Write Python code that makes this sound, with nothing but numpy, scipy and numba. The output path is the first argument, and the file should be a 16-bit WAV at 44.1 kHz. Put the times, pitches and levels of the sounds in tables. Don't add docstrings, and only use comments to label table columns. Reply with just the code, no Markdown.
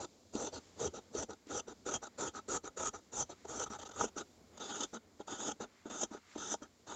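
import sys
import numpy as np
from scipy import signal
from scipy.fft import rfft, irfft
from scipy.io import wavfile
from scipy.ndimage import uniform_filter1d
from numba import njit

SR = 44100
rng = np.random.default_rng(int(sys.argv[2]) if len(sys.argv) > 2 else 0)


def digitize_waveform(pressure):
    field = np.atleast_2d(pressure).T
    bounded = np.clip(field, -1, 1)
    quanta = np.round(bounded * 32767).astype(np.int16)
    wavfile.write(sys.argv[1], SR, quanta)


def nominal_scale(level):
    x = np.asarray(level, float) / 20
    return 10 ** x


N = 306495
T = np.arange(N) / SR

# start_s, length_s, board_db, blades_re_board_db, attack_s
SNIPS = [(0.326, 0.16, -45, -2.5, 0.011), (0.775, 0.1, -42, -2, 0.024), (1.124, 0.11, -41.5, -2, 0.02),
         (1.486, 0.11, -42, -1.5, 0.019), (1.851, 0.11, -42.5, 1.5, 0.013), (2.175, 0.11, -43, 1, .012),
         (2.478, 0.092, -41, 2, 0.011), (2.762, 0.12, -44.5, 4, 0.012), (3.117, 0.11, -45, 4, 0.017),
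         (3.468, 0.17, -46.5, 2, 0.029), (3.953, 0.1, -39, -1.5, 0.024)]
# start_s, length_s, board_db, blades_re_board_db, final_push_db, push_at_share_of_stroke
CUTS = [(4.592, 0.26, -47, 0.5, 4, 0.86), (5.268, 0.25, -45, 0.5, 9.5, 0.83),
        (5.891, 0.16, -47, 1.5, 8, 0.79), (6.369, 0.18, -49.5, 6, 10, 0.83),
        (6.863, 0.21, -48.5, -0.5, 5, .85)]
# start_s, length_s, board_db, blades_re_board_db, sag_db
OPENINGS = [(-0.012, 0.059, -43, 1, 6), (0.519, 0.064, -47, 2, 2.5), (0.93, 0.059, -48.5, 0, 0.5),
            (1.279, 0.059, -49, -3.5, 4.5), (1.666, 0.059, -50, -3, 1), (2.014, 0.062, -49, 1, 8.5),
            (2.334, 0.061, -49, 4, 6), (2.631, 0.049, -48.5, 2, 3), (2.929, 0.06, -48.5, 2, 11),
            (3.288, 0.043, -47, 2.5, 8.5), (3.692, 0.071, -49, 3.5, 1.5), (4.156, 0.057, -44.5, 2, -0.5),
            (4.924, 0.046, -45.5, -2.5, 1), (5.595, 0.051, -39.5, -4.5, 7.5), (6.103, 0.07, -46, -2.5, 5),
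            (6.612, 0.049, -42, -4.5, 17)]
# start_s, length_s, board_db, blades_re_board_db
NUDGES = [(3.442, 0.013, -50, -8), (3.656, 0.02, -50, -1), (3.784, 0.016, -49, 2.5),
          (3.808, 0.024, -49.5, 2), (3.848, 0.023, -51.5, 7), (3.886, 0.01, -51, 0),
          (3.907, 0.0096, -50, 2.5), (3.93, 0.021, -58, 4), (4.063, 0.024, -52.5, 1.5),
          (4.52, 0.045, -62.5, -4), (4.568, 0.011, -50.5, -1), (5.19, 0.024, -46.5, -10.5),
          (5.848, 0.036, -47.5, -11.5), (6.35, 0.015, -48, -7)]
# share_of_stroke, board_db, handles_db, flex_db, edge_db, flex_ring_hz, edge_ring_hz (before COLOUR ratios)
SNIP_COURSE = [(0, -3, -2, -1.5, -2.5, 3800, 6850), (.12, -5, -0.5, 2, 0, 3680, 6750),
               (.4, 0.5, -2, -2, -1, 3570, 6400), (.8, -2.5, 0.5, 0.5, 3, 3220, 6200),
               (1, -5, -1.5, 5, 2.5, 3210, 6300)]
CUT_COURSE = [(0, 0.33, 0.41, 1, -5, 3680, 6420), (.3, -1.1, 0.59, 1.6, -2.5, 3650, 6500),
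              (.65, 0, 0, 0, 0.5, 3500, 6500), (1, -1.75, 0, -1, 1.5, 3230, 6280)]
OPENING_COURSE = [(0, 0.17, -4, -7, -9, 3950, 5900), (.35, -3.65, 2.5, 3, 0.5, 4000, 6020),
                  (1, -0.72, -0.5, -0.5, -7.5, 3750, 6640)]
NUDGE_COURSE = [(0, -1.2, 0.43, 2.5, -4.5, 3570, 6500), (1, -2.4, 0, 4.6, -2, 3700, 6560)]
# time_s, handles_re_board_db, flex_re_board_db, flex_pitch_ratio, edge_pitch_ratio
COLOUR = [(0, -9, -9.5, 1.01, 1.1), (0.4, -10, -7.5, 1.17, 0.97), (0.85, -10.5, -8, 1, 1),
          (1.2, -8.5, -11, .99, 0.97), (1.6, -6, -9, 0.95, 0.98), (2.25, -2.5, -10, 1.02, 1.04),
          (2.9, -2.5, -12, 1, 1.01), (3.2, -6.5, -13, .99, 1), (3.6, -4, -11.5, .96, 0.97),
          (4.2, -4, -9, 0.96, 0.99), (4.7, -3.5, -3.5, 1.005, 0.997), (5.401, -6, -6, .97, 1.03),
          (6.0, -4.5, -7.5, 1.02, 0.98), (6.5, -3.5, -7.5, 1.01, 0.93), (6.95, -3.5, -6.5, 1.07, 1.02)]
# time_s, lift_db (each body takes a share)
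BITES = [(0.05, 7.5), (0.448, 6.5), (0.876, 3), (1.202, 5.5), (1.306, 10.5), (1.332, 9), (1.6, 10.5),
         (1.941, 6.5), (2.037, 8.5), (2.071, 14), (2.194, 2.5), (2.483, 4.5), (2.856, 7), (2.872, 6),
         (3.217, 2), (3.485, 6.5), (3.598, 9), (3.643, 7), (4.015, 3), (4.047, 6), (4.084, 5), (4.181, 4.5),
         (4.808, 9), (4.834, 10.5), (5.518, 6.5), (6.035, 12), (6.538, 6), (6.632, 5.5), (6.934, -3)]
# time_s, level_re_board_db
THUD = [(0, -13.5), (1, -11.5), (2, -14.5), (3, -11.5), (4, -13.5), (4.5, -25.5), (6.95, -18.5)]
# centre_hz, nominal_width_hz, early_db, late_db
BOARD = [(224.6, 64, -2, -0.5), (310, 141, 0.5, -2), (400, 124, 2, -3), (473, 149, 1, -7),
         (624, 240, -3.5, -6), (814, 135, -1, -4.5), (900, 127, -5.5, -7)]
UNDERSIDE = [(46.6, 28, -6, -5.5), (79, 38, 0, -5), (133.4, 140, -2.5, 1)]
HANDLES = [(1290, 171, 5.5, 0), (1409, 161, 1.5, -0.5), (1620, 490, -11, -12.5), (2315, 370, -16, -22.5)]
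FLEX = [(2746, 370, -3.5, -7.5), (3020, 123, -5, -3.5), (3248, 173, -2, -4), (3555, 177, -2.5, -3.5),
        (3800, 290, -3, -6.5), (4400, 790, -3, -11.5), (4845, 470, -3.5, -7)]
EDGE = [(5300, 370, -10, -8), (5800, 440, -2, -8.5), (6137, 260, 0, -1.5), (6426, 440, -6.5, -6),
        (6750, 350, -1, 1), (7110, 310, 2.5, -5.5), (7460, 340, -2.5, -4), (7910, 820, -18, -20)]
# time_s, relative_level_db, tick_re_knock_db (both before fixed gains), struck_spot_hz
KNOCKS = [(0.35, -23.5, -5.5, 245), (0.81, -30.5, -9, 440), (1.148, -27, -7, 430), (1.292, -31.5, -17, 510),
          (1.467, -43.5, -2, 274), (1.512, -25.5, -19, 1260), (1.679, -37.5, -4, 350),
          (1.861, -32, -15, 340), (1.886, -21.5, -13, 1220), (2.025, -30, -21, 1260),
          (2.347, -28, -22, 1320), (2.388, -25.5, -26, 1310), (2.482, -33.5, -12, 393),
          (2.641, -39.5, -1, 401), (2.77, -36.5, -11, 408), (3.45, -35.5, -10, 410), (3.601, -28, -16, 527),
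          (3.701, -35, -18, 210), (4.008, -8, -23, 980), (4.039, -18, -27, 500), (4.163, -33, -21, 275),
          (4.93, -33.5, -15, 390), (5.2, -29.5, -26, 400), (5.279, -24, -14, 820), (5.486, -25, -16, 474),
          (5.601, -28.5, -22, 454), (5.855, -31, -50, 310), (5.9, -36, -19, 447), (6.03, -20, -12, 560),
          (6.111, -38.5, -21, 223), (6.146, -30, -21, 400), (6.358, -28.5, -24, 318),
          (6.377, -33.5, -22, 598.4), (6.54, -16, -32, 715), (6.618, -37.5, -14, 293)]
# freq_hz, relative_level_db
AIR = [(15, -69), (25, -32.5), (53, -16.5), (91, -4), (125, -16), (172, -12), (237, -5), (261, -8.5),
       (493, -12.5), (2410, -34.5), (4230, -30.5), (4560, -31), (7250, -32), (8600, -51.5), (11200, -79.5),
       (18900, -120)]
# centre_hz, half_width_hz (to 1/e of the lift), lift_db
WEAVE = [(2210, 290, 4.5), (4860, 450, 1), (7300, 560, 4)]
# middle_s, half_length_s (to 1/e of the lift), low_lift_db, mid_lift_db, high_lift_db
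SLIDES = [(0.22, 0.25, 2, -5, 3.5), (0.677, 0.24, 3.5, 5, 4.5), (0.776, 0.013, 9, 3, 3),
          (1.04, 0.14, 2.5, 1, 2.5), (1.121, 0.01, 12, -1, 2), (1.49, .02, 2, 16, 10),
          (1.8, 0.055, 4, -2, 2), (2.62, 0.059, -3, -3, -1), (3.403, 0.17, 0.5, 4.5, 1.5),
          (4.346, 0.25, 3.5, 0, 3), (4.552, 0.021, 5.5, 9, -2), (4.9, 0.039, -1, 2, 7),
          (5.797, 0.1, -2, 6.5, 2), (6.197, 0.097, -4, 4, -0.5), (6.334, 0.085, -1, 12, 7)]

ATTACK_S, ONSET_DB, PUSH_WIDTH_SHARE = 0.0093, -17.5, 0.093
RELEASE_S = {"snip": .025, "cut": 0.021, "opening": 0.021, "nudge": 0.019}
RELEASE_DB, BLADE_DAMP_DB = -27.5, -3
HANDLE_SHARE = 0.28
UPPER_DB, UPPER_SHARE = -3.5, 0.65
BITE_S = .003
BALANCE_SHIFT_S = (3.5, 4.9)
KNOCK_RISE_S, KNOCK_DELAY_S = .0006, .002
SPLIT_HZ, RANGES_DB, FLICKER_DB = (1200, 2900), (-67.5, -79, -74), 1.0
HISS_DB, DOUBLE_HISS_S = -84.5, (3.47, 4.95)


def shears():
    board_db, handles_db, flex_db, edge_db, flex_hz, edge_hz = strokes()
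    crackle = snaps(4000, 3.2, 3.73)
    slip_db = 1.45 * walk(80)
    bite_db = bites()
    thud_db = np.interp(T, *np.transpose(THUD))
    upper_db = UPPER_DB + UPPER_SHARE * handles_db
    # modes, level re board dB, grit re crackle (ratio), patchiness dB, bite share, ring Hz
    bodies = [
        (BOARD[:5], -0.8, 1.2, 2.5, .6, None),
        (BOARD[5:], upper_db, 1.2, 2.5, .6, None),
        (HANDLES, handles_db, 1.2, 2.5, .6, None),
        (UNDERSIDE, thud_db, 1.2, 3.0, .6, None),
        (FLEX, flex_db, 1.5, 2.5, .9, flex_hz),
        (EDGE, edge_db, 1.5, 2.5, .9, edge_hz),
    ]
    out = 0
    for modes, rel_db, grit_ratio, patchy_db, bite_share, ring_hz in bodies:
        gain = nominal_scale(board_db + rel_db + slip_db + bite_share * bite_db)
        gain = gain / np.sqrt(1 + grit_ratio ** 2) / modes_rms(modes)
        drives = []
        for _ in modes:
            grit = rng.laplace(size=N) / np.sqrt(2)
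            drive = gain * (crackle + grit_ratio * grit) * nominal_scale(patchy_db * walk(45))
            if ring_hz is not None:
                drive = 0.47 * drive + 0.88 * svf(drive, np.clip(ring_hz, 2000., 9000.), 470.0)
            drives.append(drive)
        out = out + ring(drives, modes)
    return out


def strokes():
    plan = [(*r[:4], r[4], (0, 0), 0, SNIP_COURSE, "snip") for r in SNIPS]
    plan += [(*r[:4], ATTACK_S, r[4:], 0, CUT_COURSE, "cut") for r in CUTS]
    plan += [(*r[:4], ATTACK_S, (0, 0), r[4], OPENING_COURSE, "opening") for r in OPENINGS]
    plan += [(*r, ATTACK_S / 2, (0, 0), 0, NUDGE_COURSE, "nudge") for r in NUDGES]
    # board, handles, flex, edge dB; flex, edge ring Hz
    controls = np.array([-120., 0, 0, 0, 3600, 6500])[:, None].repeat(N, axis=1)
    for start_s, length_s, db, blades_db, attack_s, (push_db, push_at), sag_db, course, kind in plan:
        first = max(int((start_s - .004) * SR), 0)
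        span = slice(first, int((start_s + length_s + 2 * RELEASE_S[kind]) * SR))
        t = T[span] - start_s
        share = np.clip((t - attack_s) / max(length_s - attack_s, .001), 0, 1)
        at, *columns = np.transpose(course)
        new = np.array([np.interp(share, at, c) for c in columns])
        push = np.exp(-((share - push_at) / PUSH_WIDTH_SHARE) ** 2)
        new[0] += db - sag_db * share + push_db * push
        new[0] += np.interp(t, (-.004, 0, attack_s), (3 * ONSET_DB, ONSET_DB, 0))
        releases = np.maximum(t - length_s, 0) / RELEASE_S[kind]
        new[0] += RELEASE_DB * releases
        new[1] += HANDLE_SHARE * blades_db
        new[2:4] += blades_db + BLADE_DAMP_DB * releases
        controls[:, span] = np.where(new[0] > controls[0, span], new, controls[:, span])
    time_s, *colour = np.transpose(COLOUR)
    colour = [np.interp(T, time_s, c) for c in colour]
    controls[1:3] += colour[:2]
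    controls[4:] *= colour[2:]
    return controls


def snaps(rate_hz, spread_db, bunch_db):
    chance, size, sign = rng.random((3, N))
    size_db = np.minimum(-spread_db * np.log(size + 1e-9), 30)
    clicks = (chance < rate_hz / SR) * nominal_scale(size_db) * np.sign(sign - .5)
    return unit(clicks * nominal_scale(bunch_db * walk(110)))


def bites():
    time_s, lift_db = np.transpose(BITES)[:, :, None]
    swells = lift_db * np.exp(-.5 * ((T[::32] - time_s) / BITE_S) ** 2)
    return swells.sum(axis=0).repeat(32)[:N]


def knocks():
    push, tick = np.zeros(N), np.zeros(N)
    t = np.arange(600) / SR
    for time_s, level_db, tick_db, hz in KNOCKS:
        at = int((time_s + KNOCK_DELAY_S) * SR)
        rise = 1 - np.exp(-(t / KNOCK_RISE_S) ** 2)
        decay = np.exp(-t * hz / 0.85)
        push[at:at + len(t)] += nominal_scale(level_db + 5.5) * np.sin(2 * np.pi * hz * t) * decay * rise
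        tick[at + int(KNOCK_RISE_S * SR)] += nominal_scale(level_db + tick_db + 20)
    wood, steel = BOARD + HANDLES, FLEX + EDGE
    return ring([push] * len(wood), wood) + 0.3 * push + ring([tick] * len(steel), steel)


def ring(drives, modes):
    out, late = 0, np.interp(T, BALANCE_SHIFT_S, (0, 1))
    for drive, (hz, width_hz, early_db, late_db) in zip(drives, modes):
        b, a = signal.iirpeak(hz, hz / width_hz / 0.97, fs=SR)
        rung = signal.lfilter(b, a, signal.lfilter(b, a, drive))
        out = out + nominal_scale(early_db + (late_db - early_db) * late) * rung
    return out


def modes_rms(modes):
    return np.sqrt(sum(nominal_scale(db) ** 2 * width_hz for _, width_hz, db, _ in modes) / SR)


@njit
def svf(x, hz, width_hz):
    y, band, low = np.empty(len(x)), 0., 0.
    for i in range(len(x)):
        g, k = np.tan(np.pi * hz[i] / SR), width_hz / hz[i]
        v = (band + g * (x[i] - low)) / (1 + g * (g + k))
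        band, low, y[i] = 2 * v - band, low + 2 * g * v, k * v
    return y


def walk(rate_hz):
    k = int(SR / rate_hz)
    held = np.repeat(rng.standard_normal(N // k + 1), k)
    return unit(uniform_filter1d(uniform_filter1d(held, k), k)[:N])


def unit(x):
    return x / np.sqrt(np.mean(x ** 2))


def room(x, t60_s, wet_db):
    t = np.arange(SR // 4) / SR
    tail = rng.standard_normal(len(t)) * np.exp(-np.log(1000) * t / t60_s) * (t > .003)
    return x + nominal_scale(wet_db) * signal.fftconvolve(x, tail / np.linalg.norm(tail))[:N]


def rustle():
    hz = np.fft.rfftfreq(N, 1 / SR) + 1
    freq_hz, air_db = np.transpose(AIR)
    spec = rfft(rng.standard_normal(N)) * nominal_scale(np.interp(np.log(hz), np.log(freq_hz), air_db))
    weave_db = sum(lift_db * np.exp(-((hz - mid_hz) / width_hz) ** 2) for mid_hz, width_hz, lift_db in WEAVE)
    spec = spec * nominal_scale(weave_db)
    middle_s, half_s, *lifts_db = np.transpose(SLIDES)[:, :, None]
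    bump = np.exp(-((T[::32] - middle_s) / half_s) ** 2)
    low, below_high = (1 / (1 + (hz / edge_hz) ** 6) for edge_hz in SPLIT_HZ)
    out = 0
    for share, base_db, lift_db in zip((low, below_high - low, 1 - below_high), RANGES_DB, lifts_db):
        level_db = base_db + (lift_db * bump).sum(axis=0).repeat(32)[:N]
        out = out + unit(irfft(spec * share, N)) * nominal_scale(level_db + FLICKER_DB * walk(13))
    return out


def scene():
    return (room(shears() + knocks(), 0.11, -22.5) + rustle())[None]


def top_cut(x):
    return signal.sosfilt(signal.butter(12, 15740, fs=SR, output="sos"), x)


def record(dry):
    low_pass = signal.ellip(8, .5, 70, 8600, fs=SR, output="sos")
    mix = signal.sosfilt(low_pass, dry)
    hiss_power = 1 + (T > DOUBLE_HISS_S[0]) * (T < DOUBLE_HISS_S[1])
    mix = mix + nominal_scale(HISS_DB) * np.sqrt(hiss_power) * rng.standard_normal(N)
    return top_cut(mix)


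dry = scene()
out = record(dry)
digitize_waveform(out)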